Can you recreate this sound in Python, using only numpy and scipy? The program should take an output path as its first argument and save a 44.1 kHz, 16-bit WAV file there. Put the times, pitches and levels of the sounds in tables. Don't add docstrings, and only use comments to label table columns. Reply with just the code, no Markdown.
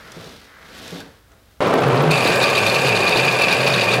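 import sys
import numpy as np
from scipy import signal
from scipy.fft import rfft, irfft
from scipy.io import wavfile
from scipy.ndimage import uniform_filter1d

SR = 44100
rng = np.random.default_rng(int(sys.argv[2]) if len(sys.argv) > 2 else 0)


def store_pcm(level_fs):
    pcm = np.round(np.clip(level_fs, -1, 1) * 32767).astype(np.int16)
    wavfile.write(sys.argv[1], SR, np.atleast_2d(pcm).T)


N = 176400
TIME = np.arange(N) / SR
RUN_S, CUT_S, LIFT_S = 1.605, 2.108, 3.965
TICK_FALL_S = .004

TURN_TICKS = [(1.672, -36.5), (1.741, -37.5), (1.809, -39), (1.881, -36), (1.957, -40), (2.024, -35),
              (2.089, -43), (2.113, -30), (2.276, -32), (2.357, -32), (2.43, -30), (2.499, -36),
              (2.581, -31), (2.667, -30), (2.748, -31), (2.819, -35), (2.89, -35), (3.093, -32),
              (3.176, -31), (3.251, -32), (3.325, -34), (3.42, -31), (3.527, -31), (3.677, -33),
              (3.846, -37), (3.94, -32)]
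TORN_SHAVINGS = [(2.111, .013, -17.5), (2.18, .04, -23), (2.275, .05, -21), (2.35, .035, -23),
                 (2.43, .04, -20), (2.495, .035, -23), (2.578, .05, -24), (2.68, .05, -21),
                 (2.75, .035, -23), (2.825, .03, -27), (2.88, .03, -25), (2.965, .03, -23),
                 (3.01, .025, -26), (3.082, .035, -22), (3.172, .045, -22), (3.245, .035, -24),
                 (3.325, .04, -26), (3.412, .045, -20), (3.52, .04, -21), (3.6, .035, -25),
                 (3.685, .055, -23), (3.75, .035, -23), (3.828, .045, -25), (3.928, .045, -23)]


def from_db(db):
    return 10 ** (np.asarray(db) / 20)


def rms_one(x):
    return x / np.sqrt(np.mean(x ** 2) + 1e-20)


def noise():
    return rng.standard_normal(N)


def in_time(rows):
    times_s, *columns = np.transpose(rows)
    return [np.interp(TIME, times_s, column) for column in columns]


def colour(x, spectrum):
    hz, db = np.transpose(spectrum)
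    log_f = np.log(np.maximum(np.arange(N // 2 + 1) * SR / N, 1))
    outside = np.maximum(np.log(hz[0]) - log_f, 0) + np.maximum(log_f - np.log(hz[-1]), 0)
    gain = from_db(np.interp(log_f, np.log(hz), db) - 20 * outside)
    return rms_one(irfft(rfft(x) * gain, N))


def drift(rate_hz):
    hz = np.arange(N // 2 + 1) * SR / N
    slow = irfft(rfft(noise()) / (1 + (hz / rate_hz) ** 2), N)
    return np.clip(rms_one(slow), -2, 2)


def grains(per_s, spread_db, smooth):
    sizes = from_db(spread_db * np.minimum(rng.exponential(1, N), 4)) * rng.choice([-1, 1], N)
    impacts = rms_one(sizes * (rng.random(N) < per_s / SR))
    return rms_one(impacts + smooth * noise())


def resonate(x, modes):
    out, power = 0, 0
    for k, (hz, width_hz, db) in enumerate(modes):
        radius = np.exp(-np.pi * width_hz / SR)
        gain = from_db(db) * np.sqrt((1 - radius ** 2) / 2) * (-1) ** k
        feedback = [1, -2 * radius * np.cos(2 * np.pi * hz / SR), radius ** 2]
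        out += signal.lfilter([gain, 0, -gain], feedback, x + 1e-18)
        power += from_db(db) ** 2
    return out / np.sqrt(power)


def blows(rows, fall_s):
    return sum(from_db(db) * (TIME >= s) * np.exp(-np.maximum(TIME - s, 0) / fall_s) for s, db in rows)


def steady(x, span_s):
    return x / np.sqrt(np.maximum(uniform_filter1d(x * x, max(int(span_s * SR), 2)), 1e-9))


def background():
    spectrum = [(25, -17), (45, 5.5), (85, 6), (220, -16.5), (1400, -19), (2400, -25.5), (15500, -26)]  # f/Hz, level/dB
    return from_db(-54.5) * colour(noise(), spectrum)


def workshop(x, t60_s=.42, tail_db=-14):
    t = TIME[:SR // 2]
    dull = signal.lfilter([1], [1, -.6], rng.standard_normal(len(t)))
    tail = dull * from_db(-60 * t / t60_s) * (t > .004)
    return x + from_db(tail_db) * signal.fftconvolve(x, tail / np.sqrt(np.sum(tail ** 2)))[:N]


def clinks(width_hz=50, fall_s=.022):
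    touches = [(.243, 3650, -55), (.968, 3620, -40), (1.001, 1590, -37.5)]  # t/s, f/Hz, level/dB
    out = 0
    for s, hz, db in touches:
        ring = steady(resonate(noise(), [(hz, width_hz, 0)]), .015)
        out += blows([(s, db)], fall_s) * ring
    return out


def bumps(rise_s=.018, fall_s=.023):
    hits = [(.158, 167, -35.5), (.914, 175, -32), (.946, 275, -33.5)]  # t/s, f/Hz, level/dB
    clatter_spectrum = [(120, -18), (300, -5), (450, 2), (700, -16), (1600, -26), (3000, -45)]  # f/Hz, level/dB
    out = 0
    for s, hz, db in hits:
        age_s = TIME - s
        envelope = np.clip(age_s / rise_s, 0, 1) * np.exp(-np.maximum(age_s - rise_s, 0) / fall_s)
        note = np.sqrt(2) * np.sin(2 * np.pi * hz * age_s)
        clatter = from_db(-1.5) * colour(noise(), clatter_spectrum)
        out += from_db(db) * envelope * (note + clatter)
    return out


def strap():
    pull = [(0, -44, -51, -49), (.268, -48.5, -45, -39), (.44, -54, -51, -52.5), (.5, -49, -56, -55),
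            (.6, -47, -55, -52.5), (.8, -47.5, -42, -41.5), (.914, -43.5, -41, -41),
            (1.01, -51, -43.5, -38.5), (1.05, -52.5, -53, -43.5), (1.24, -63.5, -65.5, -61.5),
            (1.33, -59, -65, -53.5), (1.45, -65, -63, -59.5)]
    rub_spectrum = [(400, -9), (700, -8), (900, -6), (1300, 1.5), (1600, 2), (2100, -.5), (2600, -14),
                    (5000, -38)]
    rasp_spectrum = [(1500, -25), (2300, 0), (2900, 1), (3700, 2), (5300, -2.5), (7000, -9.5), (9500, -14),
                     (12500, -14), (16000, -25)]
    roll_spectrum = [(70, -6), (120, -0.5), (170, -1), (240, 1), (330, -4), (450, -1), (700, -5.5),
                     (1100, -12)]
    snap_hits = [(.119, -34.5), (.158, -46), (.243, -41), (.268, -49), (.784, -49), (.878, -34),
                 (.907, -37), (1.003, -36), (1.319, -51)]
    snap_spectrum = [(800, -24), (3500, 11), (7000, 5), (12500, -6), (16000, -19)]  # f/Hz, level/dB
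    rub_db, rasp_db, roll_db = in_time(pull)
    rub = from_db(rub_db) * colour(grains(3000, spread_db=5, smooth=1), rub_spectrum)
    weave = grains(2500, spread_db=2.5, smooth=.9) * from_db(1.1 * drift(70))
    rasp = from_db(rasp_db) * colour(weave, rasp_spectrum)
    roll = from_db(roll_db - 1.5) * steady(colour(noise(), roll_spectrum), .11)
    snaps = blows(snap_hits, fall_s=.0044) * colour(noise(), snap_spectrum)
    return rub + rasp + roll + snaps


def frame(rattles_per_s=1500):
    rumble = [(1.63, -16.5), (2.05, -16.5), (2.19, -20), (2.27, -17.5), (2.6, -19.5), (3.85, -20.5),
              (4, -18.5)]
    free_spectrum = [(40, -25), (90, -19), (140, -2), (230, -7), (420, 0), (740, -6.5), (850, -10),
                     (1160, -7), (1900, -18.5), (2450, -16.5), (4700, -29), (5900, -34.5), (11200, -43),
                     (15500, -59)]
    loaded_spectrum = [(40, -32), (80, -20), (130, -9), (180, -2), (240, -10.5), (320, -7), (450, -1),
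                       (600, -3), (850, -11), (1020, -10.5), (1150, -7.5), (1400, -18), (1650, -7.5),
                       (2000, -20), (3000, -35), (6000, -42), (15000, -46)]
    timber_modes = [(438, 34, -5), (545, 54, -3), (657.3, 21, -3.5), (754.5, 51, -1.5), (934, 42, -3.5),
                    (1154.6, 32, -4), (1552, 20, -9.5), (1700, 4.7, -17), (1860, 33, -14)]
    level_db, = in_time(rumble)
    rattle = grains(rattles_per_s, spread_db=1, smooth=.45) * from_db(1.23 * drift(41))
    load = np.clip((TIME - CUT_S) / .28, 0, 1)
    free = from_db(-3) * (1 - load) * colour(rattle, free_spectrum)
    loaded = from_db(-7) * load * colour(rattle, loaded_spectrum)
    ring = from_db(-11) * resonate(grains(rattles_per_s, spread_db=5.5, smooth=.27), timber_modes)
    return from_db(level_db) * steady(free + loaded + ring, .051)


def ticks():
    spectrum = [(3000, -18), (10500, -14), (12300, 0), (14500, 0), (16000, -6)]  # f/Hz, level/dB
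    return blows(TURN_TICKS, TICK_FALL_S) * colour(noise(), spectrum)


def knocks():
    hits = [(1.74, -12), (1.932, -17), (2.254, -16), (2.295, -15), (2.843, -23), (3.158, -13.5),
            (3.655, -16.5)]
    spectrum = [(200, -8), (450, 17), (750, 3), (2500, -24)]  # f/Hz, level/dB
    return blows(hits, fall_s=.014) * steady(colour(noise(), spectrum), .0063)


def belt(wander=.025, octave_db=-17):
    hum = [(1.6, 126, -32), (1.74, 132, -30), (1.81, 150, -34), (1.87, 135, -17), (1.94, 126, -20),
           (2.03, 151, -14), (2.1, 155, -13.5), (2.19, 125, -26), (2.28, 104, -34), (2.38, 128, -28),
           (2.52, 138, -29), (2.65, 101, -30), (2.72, 119, -26), (2.78, 137, -29), (2.88, 133, -20),
           (2.96, 109, -32), (3.06, 82, -42), (3.16, 121, -29), (3.25, 138, -25), (3.33, 131, -25),
           (3.47, 85, -41), (3.62, 133, -26.5), (3.73, 136, -23), (3.86, 100, -36), (3.94, 123, -26),
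           (4, 124, -23)]
    hz, db = in_time(hum)
    phase = 2 * np.pi * np.cumsum(hz * (1 + wander * drift(24.8))) / SR
    flutter = 1 + .3 * drift(22)
    return from_db(db) * flutter * (np.sin(phase) + from_db(octave_db) * np.sin(2 * phase))


def squeaks(base_hz=3680, rise_hz=1800, scatter_hz=90, rough_hz=190):
    grazes = [(1.664, .009, -29), (1.975, .012, -26)]
    bites = grazes + TORN_SHAVINGS
    waver_hz = rough_hz * drift(700)
    stutter = rms_one(from_db(5 * drift(180)))
    out = 0
    for (s, length_s, db), offset in zip(bites, rng.standard_normal(len(bites))):
        progress = np.clip((TIME - s) / length_s + .48, 0, 1)
        hz = base_hz + scatter_hz * offset + rise_hz * progress ** 2 + waver_hz
        envelope = np.interp(progress, [0, .15, .55, .9, 1], [0, 1, .75, .35, 0])
        out += from_db(db - 4.5) * envelope * np.sin(2 * np.pi * np.cumsum(hz) / SR)
    return np.sqrt(2) * stutter * out


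def splinters(tearing, count=24, low_hz=6300, high_hz=12600, width_hz=140, tilt_db=-7, fade_db_per_s=2):
    snaps = grains(1800, spread_db=2.5, smooth=0)
    pitch_index = rng.integers(0, count, N)
    pitches_hz = np.geomspace(low_hz, high_hz, count) * rng.uniform(.985, 1.015, count)
    pings = 0
    for k, hz in enumerate(pitches_hz):
        pings += from_db(tilt_db * k / count) * resonate(snaps * (pitch_index == k), [(hz, width_hz, 0)])
    fade = from_db(-fade_db_per_s * (TIME - CUT_S))
    return (from_db(-37.5) + from_db(-29.5) * tearing) * fade * rms_one(pings)


def steel_ring(kick_rise_s=.005):
    kick_hits = [(2.112, -18), (2.135, -14), (2.274, -15), (2.44, -11), (2.577, -11), (2.663, -12),
                 (2.758, -14), (2.891, -14), (2.923, -12), (3.025, -13), (3.067, -11), (3.123, -8),
                 (3.193, -11), (3.249, -14), (3.281, -8), (3.388, -14), (3.415, -12), (3.439, -9),
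                 (3.482, -13), (3.525, -8), (3.672, -13), (3.788, -13), (3.816, -12), (3.887, -12),
                 (3.936, -13)]
    modes = [(2346, 18, -2), (2432, 35, 6.5), (2460, 58, 4.5), (2530, 18, -1), (2647, 16, 0),
             (3380, 26, -15), (3706, 60, -11), (4700, 130, -8.5)]
    envelope = uniform_filter1d(blows(kick_hits, fall_s=.009), int(kick_rise_s * SR))
    kicks = from_db(-.5) * envelope * steady(resonate(noise(), modes), .0079)
    drive = grains(600, spread_db=2, smooth=.16)
    chatter = sum(from_db(db + 3.5 * drift(22)) * resonate(drive, [(hz, width_hz, 0)])
                  for hz, width_hz, db in modes)
    return kicks + from_db(-24.5) * steady(chatter, .032)


def chisel(attack_s=.001, release_s=.041, tear_lag_s=.0038, fibres_per_s=2600):
    tear_spectrum = [(1200, 8), (2600, -6), (3300, -3.5), (3680, 13), (3950, -5), (4280, 11.5), (4450, 3),
                     (4740, 5), (5000, -6), (5900, -5), (6500, -10), (8000, -13), (10500, -11),
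                     (13000, -26), (16000, -26)]
    scrape_spectrum = [(1500, 0.5), (2300, 2), (2800, 8), (3300, -0.5), (3680, 0.5), (4000, -2.5),
                       (4750, 3.5), (5100, -6.5), (6000, -11), (6600, -12.5), (8000, -22), (10500, -18),
                       (13000, -33), (16000, -37)]
    crack_spectrum = [(2500, -9), (5500, 3), (7000, -7), (11000, -7), (15000, -24)]  # f/Hz, level/dB
    contact = np.clip((TIME - CUT_S) / attack_s, 0, 1) * np.clip(1 - (TIME - LIFT_S) / release_s, 0, 1)
    tearing = sum(from_db(db) * np.exp(-2 * ((TIME - s - tear_lag_s) / length_s) ** 2)
                  for s, length_s, db in TORN_SHAVINGS)
    fibres = grains(fibres_per_s, spread_db=2.5, smooth=.24) * from_db(3.6 * drift(100))
    tear = from_db(-4.5) * tearing * colour(fibres, tear_spectrum)
    friction = grains(fibres_per_s, spread_db=2.5, smooth=.39) * from_db(4.5 * drift(73))
    scrape = from_db(-25.5) * colour(friction, scrape_spectrum)
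    ringing = steel_ring() + splinters(tearing)
    cracks = from_db(7) * blows(TURN_TICKS, TICK_FALL_S) * colour(noise(), crack_spectrum)
    return contact * (tear + scrape + ringing + cracks)


def scene():
    floor = background()
    running = workshop(frame() + ticks() + knocks() + chisel() + squeaks()) + belt()
    handling = workshop(strap() + bumps() + clinks())
    return (floor + np.where(TIME >= RUN_S, running, handling))[None]


def record(dry, ceiling=.9, stopband_hz=16400):
    lowpass = signal.cheby2(16, 60, stopband_hz, fs=SR, output="sos")
    return signal.sosfilt(lowpass, ceiling * np.tanh(dry / ceiling))


dry = scene()
out = record(dry)
store_pcm(out)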